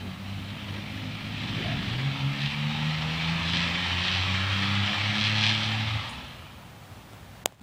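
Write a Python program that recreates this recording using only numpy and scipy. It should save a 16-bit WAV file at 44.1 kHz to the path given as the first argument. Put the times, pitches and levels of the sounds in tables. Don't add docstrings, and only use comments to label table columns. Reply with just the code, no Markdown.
import sys
import numpy as np
from scipy import signal
from scipy.fft import rfft, irfft
from scipy.io import wavfile
from scipy.ndimage import uniform_filter1d

SR = 44100
rng = np.random.default_rng(int(sys.argv[2]) if len(sys.argv) > 2 else 0)


def store_wav(level_fs):
    pcm = np.round(np.clip(np.atleast_2d(level_fs), -1, 1) * 32767)
    wavfile.write(sys.argv[1], SR, pcm.T.astype(np.int16))


def volts_from_db(level):
    exponent = np.asarray(level, float) / 20
    return 10 ** exponent


N = 336042
TIME = np.arange(N) / SR

# (time [s], rate [Hz])
SPEED = [(0, 46.9), (.5, 49.8), (.8, 51), (1.3, 52.6), (1.8, 54.1), (1.9, 57), (2.0, 65.1), (2.07, 69.6),
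         (2.2, 68), (2.5, 71.7), (3, 78.3), (3.5, 84.5), (3.8, 87.2), (4.5, 96.7), (5, 102.8), (5.3, 105.8),
         (5.8, 109.1), (6.2, 108.2)]
# (time [s], level [dB])
LOUDNESS = [(0, -46.5), (.45, -44), (1.3, -40), (1.45, -36.5), (2.0, -35.5), (2.27, -37.5), (2.8, -35.5),
            (3.5, -31), (4.3, -31.5), (5.0, -30.5), (5.5, -30), (5.78, -33.5), (6.02, -37.5), (6.17, -42),
            (6.36, -49.5), (6.66, -61), (7.4, -77)]
# (time [s], length [s], rasp gain [dB], extra direct share [0-1])
CLEAR = [
    (1.62, 0.16, 1, 0),
    (2.442, 0.075, 4, 0.2),
    (3.57, 0.091, 3, 0.28),
    (4.107, 0.13, 3, 0.2),
    (4.804, 0.3, 0.5, 0.03),
    (5.242, .07, 3, 0.4),
    (5.45, 0.085, 4.5, 0.56),
    (5.625, 0.089, 0.8, 0.33),
    (5.903, 0.056, 1, .1),
]
CYLINDERS = [2.5, -1.2, -.6]
# (delay [s], level [dB])
SHOCK_ECHOES = [(.0012, -8), (.0024, -11), (.0047, -8), (.0066, -12)]
# (frequency [Hz], density [dB per Hz])
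SHOCK_SPECTRUM = [(300, -88), (1200, -25.5), (2200, -2), (3400, 2.5), (4300, -4), (5600, -11), (8000, -40),
                  (11000, -49), (15000, -89)]
# (frequency [Hz], density [dB per Hz])
CRACK_SPECTRUM = [(880, -41), (1500, -2), (1630, 1), (1880, 0.5), (3170, -1), (3860, -0.5), (5800, -17),
                  (7540, -50), (12800, -120)]
# (frequency [Hz], density [dB per Hz])
BODY_SPECTRUM = [(240, -29), (400, -9), (453, -17.5), (522, -1.5), (662, -4.5), (855, 2), (1020, -0.5),
                 (1310, 2.5), (1550, -3.5), (2020, -24.5), (3410, -120)]
# (frequency [Hz], density [dB per Hz])
SIZZLE_SPECTRUM = [(3350, -14.5), (5700, 2), (6560, -8.5), (7930, -10), (9640, -21.5), (11000, -53),
                   (14300, -52), (22000, -120)]
# (time [s], frequency [Hz])
BODY_LIFT = [(0, 690), (.9, 540), (2.2, 780), (2.6, 815), (4.0, 930), (4.5, 1180), (5.05, 805), (6.6, 760)]
# (frequency [Hz], width [Hz], level [dB])
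YARD_RIDGES = [(1347, 37, 5), (1500, 77, -5), (2340, 120, 1), (3120, 66, 3.5), (3710, 24, -3.5)]
# (frequency [Hz], level [dB])
PIPE_TONES = [(60, -64.5), (97, -29), (110, -32.5), (145, -27), (167, -34), (180, -39.5), (197, -35.5),
              (255, -47)]
# (time [s], level
# [dB])
TONE_BEATS = [
    [(2.72, -20), (3.35, 0), (3.8, -11), (4.08, -6.5), (4.6, -4.5), (4.93, -25), (5.18, -10)],
    [(.17, -31), (.6, -17), (.86, -12), (1.23, -22), (2.17, -12), (2.36, -14), (2.53, -15), (2.77, -8),
     (3.69, 0), (3.88, -9), (4.23, -18), (4.49, -18), (5.0, -20), (5.16, 5), (5.27, -1)],
    [(1.6, 14), (2.17, -8), (2.74, 8), (3.27, -4.5), (4.08, -12)],
    [(1.5, -2), (2.22, 14.5), (3.95, 6)],
]
BEAT_LENGTHS = [0.059, 0.063, 0.13, 0.17]
# (order [thirds], level [dB])
UNEVEN = [(4, -11), (5, -26), (8, -21)]
# (frequency [Hz], level [dB])
UPPER_PIPE = [(200, -7), (260, -5), (315, -8), (340, -24), (450, -27), (520, -19), (600, -25), (750, -19),
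              (900, -24)]
# (frequency [Hz], density [dB per Hz])
RUMBLE_SPECTRUM = [(15, -27), (30, -8), (50, -11), (80, -3.5), (150, 3.5), (250, -3.5), (330, -16.5),
                   (450, -18), (600, -58), (1500, -115)]
# (time [s], frequency [Hz], level [dB])
OVERRUN = [(5.65, 99, -60), (5.8, 95, -43), (5.95, 86, -43), (6.1, 72, -46), (6.25, 64, -49),
           (6.4, 60, -54), (6.5, 58, -70)]
# (time [s], length [s], level [dB])
BLATS = [
    (0.055, 0.055, -45),
    (0.763, 0.053, -45),
    (1.61, 0.054, -36.5),
    (1.755, 0.047, -47.5),
    (1.996, 0.086, -44.5),
    (3.597, 0.25, -46.5),
]
# (frequency [Hz], density [dB per Hz])
BLAT_SPECTRUM = [(60, -52), (120, -16), (220, 14.5), (400, 4), (650, -6.5), (800, -19), (1100, -38),
                 (2500, -96)]
# (time [s], level [dB])
VENT = [
    (6.088, -75),
    (6.094, -49),
    (6.12, -59),
    (6.16, -66),
    (6.19, -81),
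]
# (frequency [Hz], width [Hz], level [dB])
VENT_BANDS = [(9100, 680, 5), (6850, 900, 3), (8100, 520, 1)]
# (frequency [Hz], level [dB], decay time t60 [s])
SHELL = [(710, 1.5, 0.0064), (960, -4, 0.0051), (2460, -9, 0.0032), (3360, 5.5, 0.0021), (4800, -4, .003),
         (7160, 4.5, 0.0016), (8160, -7, 0.002), (11100, -6, 0.002), (14400, -8, 0.0017)]
# (time [s], peak [dB], brightness [dB per octave])
CLICKS = [(7.1335, -37, -3), (7.145, -45, -1), (7.4586, -3.2, 0), (7.4735, -36, -4), (7.5235, -39, -4),
          (7.5455, -50, 0), (7.574, -53, -3), (7.5963, -48, -3), (7.6135, -50, 0), (7.615, -49, 0),
          (7.6165, -49, 0)]
# (time [s], peak [dB], width [s])
THUMP = (7.615, -37.5, 0.00089)
# (frequency [Hz], level [dB rms])
WHINE = [(14992, -70)]
# (frequency [Hz], density [dB per Hz])
NIGHT_SPECTRUM = [(18, -20), (35, -21.5), (65, -1.5), (100, 2.5), (200, -5.5), (400, -15.5), (800, -12.5),
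                  (1400, -17.5), (2200, -20.5), (3500, -22.5), (5000, -28.5), (7000, -31.5), (11000, -34.5),
                  (16000, -37.5)]
# (start [s], end [s], level [dB])
HOLES = [
    (7.44, 7.458, -34),
    (7.466, 7.473, -11),
    (7.601, 7.607, -16),
]
# (start [s], end [s], level [dB])
SMEAR = (7.455, 7.464, -43)

STRONG_FIRING_S = 5.4661
HIDDEN_SHARE, LIFT_HZ, LIFT_HZ_PER_DB = 0.023, 2800, 87
BODY_DB, BODY_SLOPE, SIZZLE_DB = -7.5, -0.32, -18.5
RUMBLE_DB, SMOOTHING_DB_PER_HZ, RUMBLE_FLOOR_DB = 6, -0.3647, -55
LUG_S, LUG_LENGTH_S, LUG_DB = 1.85, 0.35, 3.5
ORDERS_DB, TALL_GEAR_DB = [0.24, 0.6, -3, -10], [2, -9, -23, 2]
KICK_S, KICK_LENGTH_S = 2.09, 0.25
FADE_HZ, FADE_DB_PER_HZ = 384, -0.16
SHUT_S, SHUT_EARLIER_S, SHUT_DB_PER_S = 5.97, 0.15, -150
HONK_S, HONK_LENGTH_S, HONK_DB, HONK_HZ, HONK_WIDTH_HZ = 1.69, 0.075, -43.5, 660, 120
NIGHT_DB = -46.5


def truck():
    hz = curves(SPEED)[0]
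    turns = np.cumsum(hz) / SR
    turns -= turns[round(STRONG_FIRING_S * SR)]
    hidden_db = curves(LOUDNESS)[0]
    clear_db = sum(db * bump(s, length) for s, length, db, _ in CLEAR)
    extra_share = sum(more * bump(s, length) for s, length, _, more in CLEAR)
    share = np.clip(HIDDEN_SHARE + extra_share, 0, 1)
    body_db = hidden_db + BODY_DB + BODY_SLOPE * np.maximum(hidden_db + 36.5, -22)
    shocks, scatter = cracks(turns, LIFT_HZ + LIFT_HZ_PER_DB * clear_db)

    direct = np.sqrt(share) * colour(shocks, SHOCK_SPECTRUM)
    diffuse = np.sqrt(1 - share) * colour(scatter, CRACK_SPECTRUM)
    rasp = volts_from_db(hidden_db + clear_db) * (direct + diffuse)
    body = volts_from_db(body_db) * colour(scatter, BODY_SPECTRUM)
    sizzle = volts_from_db(hidden_db + 0.63 * clear_db + SIZZLE_DB) * colour(scatter, SIZZLE_SPECTRUM)
    tones = pipes(turns, hz, low_orders(hz), body_db)
    return rasp + body + sizzle + engine(hz, hidden_db) + tones + blats(scatter)


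def cracks(turns, lift_hz):
    at = np.flatnonzero(np.diff(np.floor(turns)) > 0)
    luck = rng.standard_normal((len(at), 2))
    late = np.clip(at + (7.0 * luck[:, 1]).astype(int), 0, N - 1)
    cylinder = np.floor(turns[at + 1]).astype(int) % 3
    shocks = np.zeros(N)
    shocks[late] = volts_from_db(np.take(CYLINDERS, cylinder) + 1.5 * luck[:, 0])
    echoes = sum(volts_from_db(db + 2.5 * wander(30)) * np.roll(shocks, round(s * SR)) for s, db in SHOCK_ECHOES)
    shocks = shocks + echoes
    swell = signal.lfilter([1], [1, -np.exp(-1 / (0.006 * SR))], shocks)
    scatter = (1 + 0.32 * evened(swell)) * volts_from_db(0.7 * wander(25)) * rng.standard_normal(N)
    return evened(shocks), shifting(scatter, lift_hz, patchy_db=2.08)


def shifting(x, lift_hz, patchy_db):
    hz, t, z = signal.stft(x, SR, nperseg=512)
    luck = rng.standard_normal((z.shape[1], z.shape[0], 2)).T
    broad = uniform_filter1d(uniform_filter1d(luck[0], size=5, axis=0), size=30, axis=1)
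    fine = uniform_filter1d(luck[1], size=24, axis=1)

    def near(centre_hz):
        centre = np.interp(t, TIME, centre_hz)
        return np.exp(-(np.log(hz[:, None] / centre + 1e-9) / 0.33) ** 2)

    field_db = patchy_db * (0.29 * evened(broad) + evened(fine))
    field_db = field_db + 3.1 * near(lift_hz) + 5.25 * near(curves(BODY_LIFT)[0])
    ridges_db = sum(db * np.exp(-((hz - f) / width) ** 2) for f, width, db in YARD_RIDGES)
    return evened(signal.istft(z * volts_from_db(field_db + ridges_db[:, None]), nperseg=512)[1][:N])


def pipes(turns, hz, orders_db, body_db):
    def tone(order, db, smear):
        phase = order * (2 * np.pi * turns - 1.9) + smear * wander(6.5)
        return np.sqrt(2) * volts_from_db(db) * np.cos(phase)

    low = sum(tone(k + 1, db + 1.4 * wander(10), 0.25) for k, db in enumerate(orders_db))
    mean_db = (orders_db[0] + orders_db[1]) / 2
    thirds = sum(tone(k / 3, mean_db + db + 0.8 * wander(2.85), 0.69) for k, db in UNEVEN)
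    upper_db = body_db + np.minimum(orders_db[1] + 69, 0)
    upper = sum(tone(k, upper_db + read(UPPER_PIPE, k * hz) + 4 * wander(4), 1.1) for k in range(5, 9))
    return low + thirds + upper


def low_orders(hz):
    tall = np.clip((KICK_S - TIME) / KICK_LENGTH_S, 0, 1)
    levels = []
    for i in range(4):
        f = (i + 1) * hz
        pipe_db = read(PIPE_TONES, f) + FADE_DB_PER_HZ * np.maximum(f - FADE_HZ, 0)
        gear_db = ORDERS_DB[i] + TALL_GEAR_DB[i] * tall
        beats_db = sum(20 * np.log10(1 + (volts_from_db(db) - 1) * bump(s, BEAT_LENGTHS[i]))
                       for s, db in TONE_BEATS[i])
        shut_db = SHUT_DB_PER_S * np.maximum(TIME - SHUT_S + SHUT_EARLIER_S * i, 0)
        levels.append(pipe_db + gear_db + beats_db + shut_db)
    return levels


def engine(hz, hidden_db):
    down_hz, down_db = curves([(5.6, 99, -90)] + OVERRUN)
    crank_hz = np.where(TIME < SHUT_S - 0.1, hz, down_hz)
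    smooth_db = SMOOTHING_DB_PER_HZ * np.maximum(crank_hz - 54, 0)
    rumble_db = hidden_db + RUMBLE_DB + LUG_DB * bump(LUG_S, LUG_LENGTH_S) + smooth_db
    rumble_db = np.maximum(rumble_db, RUMBLE_FLOOR_DB) - 6.5 + 0.41 * wander(12.0)
    rumble = volts_from_db(rumble_db) * colour(rng.standard_normal(N), RUMBLE_SPECTRUM)
    low = volts_from_db(down_db) * resonate(rng.standard_normal(N), down_hz, 16.0)
    high = volts_from_db(down_db - 5.5) * resonate(rng.standard_normal(N), down_hz + 180, 35.0)
    return rumble + low + high


def blats(scatter):
    level = sum(volts_from_db(db) * bump(s, length) for s, length, db in BLATS)
    rough = volts_from_db(1.1 * wander(40)) * colour(scatter[::-1], BLAT_SPECTRUM)
    honk = volts_from_db(HONK_DB) * bump(HONK_S, HONK_LENGTH_S) * resonate(scatter, HONK_HZ, HONK_WIDTH_HZ)
    return level * rough + honk


def vent():
    air = rng.standard_normal(N)
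    hiss = sum(volts_from_db(db) * resonate(air, hz, width) for hz, width, db in VENT_BANDS)
    return volts_from_db(curves([(6.08, -110)] + VENT + [(6.2, -110)])[0]) * evened(hiss)


def handling():
    t, out = np.arange(900) / SR, np.zeros(N + 900)
    hz, db, t60 = np.transpose(SHELL)[:, :, None]
    build_up = 1 - np.exp(-1.6 * hz * t)
    modes = np.sin(2 * np.pi * hz * t) * build_up * volts_from_db(db - 60 * t / t60)
    for s, peak_db, tilt_db in CLICKS:
        ring = (volts_from_db(tilt_db * np.log2(hz / 2000)) * modes).sum(0)
        ring = ring - uniform_filter1d(ring, size=160, mode="constant")
        out[round(s * SR):][:900] += volts_from_db(peak_db) * ring / abs(ring).max()
    push_s, push_db, width_s = THUMP
    u = (TIME - push_s) / width_s
    return out[:N] + volts_from_db(push_db) * (1 - 0.5 * u ** 2) * np.exp(-0.25 * u ** 2)


def whine():
    return sum(np.sqrt(2) * volts_from_db(db) * np.sin(2 * np.pi * hz * TIME + 0.5 * wander(8)) for hz, db in WHINE)


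def night_air():
    return volts_from_db(NIGHT_DB + 0.53 * wander(5.3)) * colour(rng.standard_normal(N), NIGHT_SPECTRUM)


def evened(x):
    return x / np.sqrt(np.mean(x ** 2) + 1e-20)


def curves(rows):
    s, *columns = np.transpose(rows)
    return [np.interp(TIME, s, c) for c in columns]


def bump(s, length):
    return np.exp(-((TIME - s) / length) ** 2)


def read(points, hz):
    f, value = np.transpose(points)
    return np.interp(np.log(hz + 1), np.log(f + 1), value)


def colour(x, points):
    level_db = np.maximum(read(points, abs(np.fft.fftfreq(8192, 1 / SR))), -100)
    log_gain = np.log(volts_from_db(level_db))
    taps = np.fft.ifft(np.exp(np.conj(signal.hilbert(log_gain)))).real[:4096]
    return evened(signal.oaconvolve(x, taps)[:N])


def wander(hz):
    count = 2 ** 13
    low_pass = 1 / (1 + (np.arange(count // 2 + 1) * SR / N / hz) ** 4)
    slow = irfft(rfft(rng.standard_normal(count)) * low_pass)
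    return np.interp(np.arange(N) * count / N, np.arange(count), evened(slow))


def resonate(x, hz, width_hz):
    turn = np.exp(2j * np.pi * np.cumsum(hz * np.ones(N)) / SR)
    r = np.exp(-np.pi * width_hz / SR)
    smooth = signal.lfilter([1], np.convolve([1, -r], [1, -r]), x / turn)
    return evened((turn * smooth).real)


def scene():
    air = truck() + vent() + night_air() + whine()
    duck_db = curves([(7.46, 0.5), (7.466, -3), (7.53, -8.5), (7.57, -13.5), (7.62, -3.5)])[0]
    return (air * volts_from_db(duck_db) + handling())[None]


def without_faint_treble(x):
    hz, t, z = signal.stft(x, SR, nperseg=2048, noverlap=1024)
    row_hz = hz[:, None]
    power_db = 10 * np.log10(uniform_filter1d(abs(z) ** 2, size=6, axis=0) + 1e-20)
    loud_db = 10 * np.log10((abs(z[hz > 1500]) ** 2).sum(0) + 1e-12)
    usual_db = np.median(power_db[abs(hz - 12500) < 500])
    limit_db = usual_db - 0.1 + 0.22 * (loud_db - np.median(loud_db))
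    limit_db = limit_db + 4 * (row_hz > 13900) + 18 * (row_hz > 15800)
    click_s = CLICKS[2][0]
    keep = (power_db > limit_db) | (row_hz < 8000)
    keep = keep | (abs(t - click_s) < 0.02) | ((t > click_s) & (row_hz < 15800))
    return signal.istft(z * keep, nperseg=2048, noverlap=1024)[1][:N]


def roll_off(x):
    return signal.sosfilt(signal.butter(12, 16830, fs=SR, output="sos"), x)


def record(dry):
    high_pass = signal.firwin(401, 1500, fs=SR, pass_zero=False)
    treble = signal.oaconvolve(dry, high_pass[None], "same")
    gap = sum((1 - volts_from_db(db)) * (TIME > a) * (TIME < b) for a, b, db in HOLES)
    start_s, end_s, smear_db = SMEAR
    smear = volts_from_db(smear_db) * (TIME > start_s) * (TIME < end_s) * rng.standard_normal(N)
    gapped = dry - treble * uniform_filter1d(gap, size=40) + smear
    low_pass = signal.firwin(101, 16300, window=("kaiser", 7), fs=SR)
    limited = signal.oaconvolve(gapped, low_pass[None], "same")
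    finished = without_faint_treble(limited[0])[None]
    return roll_off(finished)


dry = scene()
out = record(dry)
store_wav(out)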